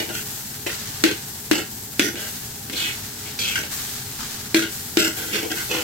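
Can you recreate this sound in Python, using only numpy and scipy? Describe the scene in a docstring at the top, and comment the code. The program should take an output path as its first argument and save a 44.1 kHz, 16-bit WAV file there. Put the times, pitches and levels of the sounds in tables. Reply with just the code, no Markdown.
"""A steel spatula clashes and scrapes in a wok of sizzling egg fried rice, close by, in a small kitchen.
It lands on the pan and is pushed along it: its slips ring the blade and the rice-damped bowl.
Tossed rice patters down. Bubbles burst in the hot oil throughout, surging as rice meets bare metal.
The gas flame rumbles below."""
import sys
import numpy as np
from scipy import signal
from scipy.fft import rfft, irfft, next_fast_len
from scipy.io import wavfile
from scipy.ndimage import uniform_filter1d, map_coordinates

SR = 44100
rng = np.random.default_rng(int(sys.argv[2]) if len(sys.argv) > 2 else 0)


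def generate_wav(sig):
    """Save sig (samples, or channels by samples) to the path in sys.argv[1] as 16-bit PCM at SR."""
    pcm = np.round(np.clip(np.atleast_2d(sig).T, -1, 1) * 32767).astype(np.int16)
    wavfile.write(sys.argv[1], SR, pcm)


N = 257103

# Modes of the rice-damped bowl. Each row: frequency in Hz, level in dB, t60 in seconds.
BOWL_MODES = [(222.4, -14.5, 0.21), (282, -41, 0.024), (323, 5.5, 0.093), (362, -6.5, 0.047),
              (405, -18, 0.35), (534, -40, 0.036), (607, -18, 0.14), (768, -18.5, 0.038),
              (1010, -19.5, 0.034)]
# Modes of spatula and pan wall. Each row: frequency in Hz, level in dB, t60 in seconds.
STEEL_MODES = [(1393, -3.5, 0.1), (1484, -10.5, 0.026), (1528, -7.5, 0.075), (1578, 0.5, 0.036),
               (1733, 4.5, 0.024), (1874, -6.5, 0.037), (1992, -5, 0.13), (2111, -2.5, 0.13),
               (2193, -2.5, 0.27), (2334, 4, 0.048), (2430, -26, 0.089), (2580, 5, 0.024),
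               (2870, -2, 0.071), (3140, -31, 0.038), (3480, -9, 0.1), (3377, -2.5, 0.049),
               (3500, -26, 0.026), (3900, -19, 0.02), (4230, 6, 0.032), (4430, -24, 0.055),
               (5650, -2, 0.019), (6580, -4, 0.024), (7270, -10, 0.024)]


def landings():
    """Each landing of the spatula cracks, rings the steel and knocks the bowl."""
    # Each row: start in seconds, clash gain in dB, knock gain in dB, bowl tuning ratio, bowl t60 ratio.
    blows = [(0.664, -14.5, -27, 1.11, 1.25), (1.0386, 3.5, -12.5, 1, 1.2), (1.1126, -11.5, -27, 1.06, 0.7),
             (1.513, 1.5, -13.5, 0.97, 1.1), (1.9949, 3.5, -15, 0.92, 0.59), (2.156, -17, -37, 1.25, 0.59),
             (2.698, -14.5, -38.5, 0.83, 1.2), (3.3894, -16, -53, 0.73, 0.85), (3.5605, -13, -44, 1, 1),
             (4.545, 2, -16, 1.01, 2.53), (4.6215, -14, -41, 0.97, 0.85), (4.971, 1, -13, 1.03, 0.85),
             (5.3554, -9.5, -33, 1.24, 1.2)]
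    out = np.zeros((2, N + SR))
    for start_s, clash_db, knock_db, tuning, length in blows:
        crack = amp(-10) * clash(t60_s=0.014) + amp(-18) * clash(t60_s=0.12)
        metal = crack + amp(-31.5) * ring(STEEL_MODES, scatter_db=6, phase_rad=0.96, detune=0.0077)
        modes = np.array(BOWL_MODES) * [tuning, 1, length]
        bowl = ring(modes, scatter_db=1.5, phase_rad=0.56, detune=0.002)
        knock = band(bowl, 204, 6000) * pan(0.5)  # the bowl radiates no deep bass
        out[:, round(start_s * SR):][:, :SR // 6] += amp(clash_db) * metal + amp(knock_db) * knock
    return out[:, :N]


def scrapes():
    """All pushes of the spatula along the pan."""
    # Each row: start, attack and hold in seconds; gains in dB of bowl, scoop hollow, blade flat,
    # blade edge and grit; starting edge pitch in Hz.
    pushes = [ (0.0, 0.0016, .018, -31.5, -30, -34, -29, -37, 2600),
              (0.082, .01, 0.025, -35.5, -37, -37, -40, -51, 2580),
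              (0.124, .03, 0.043, -42, -50, -36, -36, -40, 2700),
              (0.664, 0.0035, 0.014, -40, -32.5, -32, -29, -35, 2500),
              (0.69, 0.0042, 0.016, -44, -43, -30.5, -37, -46, 2600),
              (1.045, 0.0078, 0.062, -27.5, -35, -28, -29, -37, 2820),
              (1.524, 0.011, 0.073, -29, -35, -27.5, -30.5, -35, 2900),
              (2.007, 0.0068, 0.073, -27.5, -38.5, -27, -30.5, -31.5, 2920),
              (2.135, 0.011, 0.015, -36.5, -46, -53, -56, -57, 2600),
              (2.159, 0.015, .1, -55, -41.5, -35.5, -40.5, -45, 3160),
              (2.723, 0.012, 0.016, -38.5, -40, -43, -35, -40, 3600),
              (2.753, .015, 0.14, -44.5, -45, -38, -30, -38.5, 4070),
              (3.246, 0.018, .025, -56, -53, -52, -43, -59, 2720),
              (3.387, 0.0033, 0.15, -49, -44, -39.5, -30, -34.5, 4150),
              (3.554, .002, 0.0067, -46, -46, -18.5, -25.5, -30, 2500),
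              (3.585, 0.0055, 0.017, -42, -42, -39, -34, -34, 2500),
              (3.631, 0.004, .005, -42, -38, -37, -35, -53, 2500),
              (4.554, 0.01, 0.033, -30, -37, -22, -27.5, -29.5, 3070),
              (4.62, 0.0049, 0.029, -31, -40.5, -28.5, -30.5, -40, 2700),
              (4.979, 0.015, 0.089, -26, -34, -24, -28.5, -27.5, 3560),
              (5.164, 0.013, 0.13, -43.5, -39.5, -37, -39.5, -47, 2600),
              (5.308, 0.036, 0.054, -33, -35, -30, -29, -36.5, 2700),
              (5.425, 0.0081, 0.032, -35.5, -30.5, -44, -39, -42, 2580),
              (5.498, 0.0097, 0.034, -31.5, -36, -30, -33.5, -39.5, 2660),
              (5.561, 0.017, .04, -44, -52, -30, -36.5, -42, 2600),
              (5.691, .025, 0.092, -33, -29.5, -32.5, -29.5, -38, 2730)]
    return sum(stroke(*row) for row in pushes)


def stroke(start_s, attack_s, hold_s, bowl_db, hollow_db, flat_db, edge_db, grit_db, edge_hz):
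    """The blade bites, sticks and slips in bursts, and lifts; its edge pitch sinks until it lies flat."""
    # Modes of the scoop, rubbed by rice. Each row: frequency in Hz, level in dB, t60 in seconds.
    hollow_modes = [(444, 7, 0.071), (503.5, 2.5, 0.11), (571, -0.5, 0.052), (610.6, 0, 0.071),
                    (756, -2, 0.058), (831, -4, 0.049), (1027, -4, 0.028), (1045, -24, 0.044)]
    # Change in dB as the blade flattens: bowl, hollow, flat, edge, grit.
    flatten_db = (-4, -1, -2, -4, -6)
    lift_db_per_s, sink_hz_per_s, edge_floor_hz = 328, 11600, 2630
    start = max(round(start_s * SR), 0)
    size = min(SR // 3, N - start)
    t = np.arange(size) / SR
    pressure = np.minimum(t / attack_s, 1) * amp(-lift_db_per_s * np.maximum(t - attack_s - hold_s, 0))
    flatness = np.clip((t - attack_s) / hold_s, 0, 1)
    pitch_hz = np.maximum(edge_hz - sink_hz_per_s * hold_s * flatness, edge_floor_hz)
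    slips = ticks(per_s=2600, scatter_db=4, size=size) * amp(2.5 * wobble(130, size))

    rub = lambda response: excite(slips, response)[:, :size]
    steel = rub(clash(t60_s=0.02))
    steel += amp(-17.5) * rub(ring(STEEL_MODES, scatter_db=2, phase_rad=1, detune=0.012))
    bowl = rub(ring(BOWL_MODES, scatter_db=-1.5, phase_rad=0.33, detune=0.0086))
    bowl = steady(band(bowl, 187, 458), 0.027)
    hollow = rub(ring(hollow_modes, scatter_db=5, phase_rad=0.94, detune=0.015))
    hollow = amp(-2) * steady(band(hollow, 430, 1300), 0.029) * pan(1.8)
    flat = amp(-5) * steady(band(steel, 1457, 1781), 0.069)  # favours one tight cluster of modes
    flat += amp(-1) * steady(band(steel, 1543, 2380) + amp(-3) * band(steel, 1320, 1330), 0.05)
    edge = amp(-4) * unit(band(steel, 2120, 4540))
    edge += amp(1.86) * steady(sliding_band(steel, pitch_hz, width_hz=1270), 0.014)
    grit = amp(2.5) * unit(band(steel, 5360, 9430)) + amp(-4) * unit(band(steel, 10740, 15600))

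    gains_db = (bowl_db, hollow_db, flat_db, edge_db, grit_db)
    parts = zip((bowl, hollow, flat, edge, grit), gains_db, flatten_db)
    sound = pressure * sum(part * amp(db + change_db * (flatness - 0.5)) for part, db, change_db in parts)
    return np.pad(sound, ((0, 0), (start, N - start - size)))


def clash(t60_s):
    """The countless short-lived high modes of thin steel."""
    # Each row: frequency in Hz, spectral density in dB.
    spectrum = [(150, -36), (500, -16), (1050, -15), (1450, -2), (2800, -0.5), (4500, -5), (7500, -9.5),
                (9800, -17.5), (12000, -12), (16000, -22)]
    return spread(rng.standard_normal((2, SR // 6)), spectrum) * decay(t60_s)


def sizzle():
    """Fine fizz from the oil film, coarser frying from wet rice and egg."""
    # Each row of both: frequency in Hz, spectral density in dB.
    fizz_spectrum = [(1000, -45), (5000, -6), (8000, 1), (9800, -5.5), (11700, 1.5), (13500, 1),
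                     (15800, -1.5)]
    frying_spectrum = [(200, -0.5), (500, -9), (800, -2.5), (1100, -4), (1600, 1.5), (2400, -2.5),
                       (4200, 2), (5500, 1.5), (7500, 0.5), (9600, -6), (15000, -7)]
    fizz_db, frying_db = surge_levels_db()
    flicker = wobble(45)
    fine = bubbles(per_s=9000, scatter_db=4, steam_db=1)
    coarse = bubbles(per_s=4000, scatter_db=4.5, steam_db=1)
    fizz = amp(fizz_db + 4.5 + 0.5 * flicker) * spread(fine, fizz_spectrum) * pan(1.8)
    frying = amp(frying_db + 3 + flicker) * spread(coarse, frying_spectrum) * pan(0.3)
    return fizz + frying


def surge_levels_db():
    """Fizz and frying gains: turned rice meets hot metal, its moisture flashes, then dries off."""
    # Each row: start in seconds, fizz gain in dB, frying gain in dB.
    surges = [(-0.05, -40.5, -38), (0.12, -38, -41), (0.25, -42, -42), (0.67, -46, -33), (0.85, -45, -54),
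              (1.23, -40, -48), (1.67, -41, -55), (2.16, -38, -37), (2.74, -46, -34.5), (2.92, -44, -45),
              (3.2, -60, -39.5), (3.44, -45, -37.5), (3.68, -36, -33.5), (4.16, -52, -34.5),
              (4.68, -37, -38.5), (5.12, -36, -36.5), (5.52, -36.5, -35.5), (5.72, -48, -34)]
    calm_db, rise_s, fall_db_per_s = -43, 0.051, 18.5
    t = np.arange(N) / SR
    power = amp(calm_db) ** 2
    for start_s, fizz_db, frying_db in surges:
        rise = np.clip((t - start_s) / rise_s, 0, 1)
        fall = amp(-fall_db_per_s * np.maximum(t - start_s - rise_s, 0))
        power = power + (amp([[fizz_db], [frying_db]]) * rise * fall) ** 2
    return 10 * np.log10(power)


def bubbles(per_s, scatter_db, steam_db):
    """Tiny bubbles burst over a hiss of steam, each with a random polarity per channel."""
    pops = ticks(per_s, scatter_db) * np.sign(rng.standard_normal((2, N)))
    return pops + amp(steam_db) * rng.standard_normal((2, N))


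def falling_rice():
    """Soft grains patter down in one swell per toss."""
    # Each row: peak time in seconds, level in dB, half length in seconds.
    tosses = [(3.805, -42, 0.025), (4.22, -35, 0.037), (4.368, -42, 0.027)]
    # Each row: frequency in Hz, spectral density in dB.
    spectrum = [(100, 1), (250, 6), (550, -28), (850, 1), (1350, 5), (2200, -8), (5000, -5), (12000, -28)]
    t = np.arange(N) / SR
    shower = sum(amp(db) * np.exp(-((t - peak_s) / half_s) ** 2) for peak_s, db, half_s in tosses)
    grains = np.array([ticks(per_s=1800, scatter_db=6.5), ticks(per_s=1500, scatter_db=5)])
    return shower * spread(grains, spectrum)


def burner():
    """The gas flame rumbles and stirs the cavity under the wok."""
    # Each row: frequency in Hz, spectral density in dB.
    spectrum = [(15, -35), (35, -32), (55, -8.5), (75, -5.5), (102, 0.5), (135, -1), (175, -7), (225, -3.5),
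                (290, -11), (420, -15), (520, -19.5), (900, -21.5), (2500, -81)]
    # Each row: frequency in Hz, level in dB, t60 in seconds.
    cavity_modes = [(419, -0.5, 0.28), (799, -1.5, 0.11), (890, 0.5, 0.067)]
    rumble = amp(-41.5 + 0.69 * wobble(4.9)) * spread(rng.standard_normal((2, N)), spectrum)
    hum = excite(rng.standard_normal(N), ring(cavity_modes, scatter_db=-1, phase_rad=0.35, detune=0.002))
    return rumble + amp(-50.5) * unit(hum)


def kitchen(x):
    """Hard walls return a short reverberation."""
    # Each row: frequency in Hz, t60 in seconds.
    reverb_times = [(200, 0.1), (2000, 0.3), (12000, 0.25)]
    hz, t, noise = signal.stft(rng.standard_normal((2, SR // 2)), SR, nperseg=256)
    envelope = np.exp(-np.log(1000) * t / along(reverb_times, hz)[:, None])
    tail = signal.istft(noise * envelope, SR, nperseg=256)[1]
    tail /= np.linalg.norm(tail[0])
    return excite(x, np.pad(tail, ((0, 0), (SR // 150, 0))))


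def ring(modes, scatter_db, phase_rad, detune):
    """Stereo modal response; pitches shift per contact, strength and phase vary per channel."""
    t = np.arange(SR // 6) / SR
    out = np.zeros((2, len(t)))
    for hz, db, t60_s in modes:
        strength, phase = rng.standard_normal((2, 2, 1))
        pitch_hz = hz * (1 + detune * rng.standard_normal())
        tone = np.sin(2 * np.pi * pitch_hz * t + phase_rad * phase)
        out -= amp(db + scatter_db * strength) * decay(t60_s) * tone
    return out


def spread(pair, spectrum):
    """Two unrelated signals become a coloured stereo pair of rms 1, alike in the bass only."""
    # Each row: frequency in Hz, left-right correlation.
    likeness = [(240, 0.99), (480, 0.11), (950, 0.19), (1900, 0.25), (3800, 0), (15000, 0.032)]

    def response(hz):
        angle = np.arccos(np.clip(along(likeness, hz), -1, 1)) / 2
        return amp(along(spectrum, hz)) * [np.cos(angle), np.sin(angle)]

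    mid, side = filtered(pair, response)
    return unit(np.array([mid + side, mid - side]))


def ticks(per_s, scatter_db, size=N):
    """Randomly timed impulses of uneven size, rms 1."""
    happens = rng.random(size) < per_s / SR
    sign = np.sign(rng.standard_normal(size))
    strength = np.clip(rng.standard_normal(size), -2.5, 2.5)
    return unit(happens * sign * amp(scatter_db * strength))


def wobble(knots_per_s, size=N):
    """Smooth random curve."""
    knots = rng.standard_normal(int(size * knots_per_s / SR) + 4)
    return map_coordinates(knots, [np.arange(size) * knots_per_s / SR])


def steady(x, window_s):
    """Running rms held near 1: constant pressure keeps a rubbed mode from swelling or dying."""
    power = uniform_filter1d(np.mean(x ** 2, axis=0), max(int(window_s * SR), 1))
    return x / np.sqrt(np.abs(power) + np.mean(x ** 2) / 20)


def decay(t60_s):
    """A sixth of a second of exponential decay."""
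    return np.exp(-np.log(1000) * np.arange(SR // 6) / SR / t60_s)


def excite(force, response):
    """A force drives a stereo impulse response."""
    return signal.fftconvolve(np.atleast_2d(force), response, axes=1)[:, :N]


def band(x, lo_hz, hi_hz):
    """Causal band-pass."""
    return signal.sosfilt(signal.butter(3, [lo_hz, hi_hz], 'band', fs=SR, output='sos'), x)


def sliding_band(x, hz, width_hz):
    """Band-pass that follows a pitch curve."""
    carrier = np.exp(2j * np.pi * np.cumsum(hz) / SR)
    narrow = signal.sosfilt(signal.butter(2, width_hz / 2, fs=SR, output='sos'), x / carrier)
    return np.real(narrow * carrier)


def filtered(x, response):
    """Apply a gain given as a function of Hz."""
    size = x.shape[-1]
    padded = next_fast_len(size + SR // 4)
    return irfft(rfft(x, padded) * response(np.fft.rfftfreq(padded, 1 / SR)), padded)[..., :size]


def along(points, hz):
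    """Interpolate (Hz, value) points on a log frequency axis."""
    knots_hz, values = np.transpose(points)
    return np.interp(np.log(hz + 1), np.log(knots_hz + 1), values)


def pan(db):
    """Stereo gains: left up by db, right down by db."""
    return amp([[db], [-db]])


def amp(db):
    """Decibels to gain."""
    return 10 ** (np.asarray(db) / 20)


def unit(x):
    """Scale to rms 1."""
    return x / np.sqrt(np.mean(x ** 2) + 1e-20)


def scene():
    """Spatula, its echo, falling rice, oil and flame."""
    spatula = landings() * pan(0.4) + scrapes()
    return spatula + amp(-9) * kitchen(spatula) + falling_rice() + sizzle() + burner()


def record(dry):
    """Peaks round off near full scale; a steep low-pass follows."""
    cutoff_hz = 15950
    rounded = dry / (1 + np.abs(dry) ** 6) ** (1 / 6)
    return filtered(rounded, lambda hz: 1 / (1 + (hz / cutoff_hz) ** 200))


dry = scene()
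out = record(dry)
generate_wav(out)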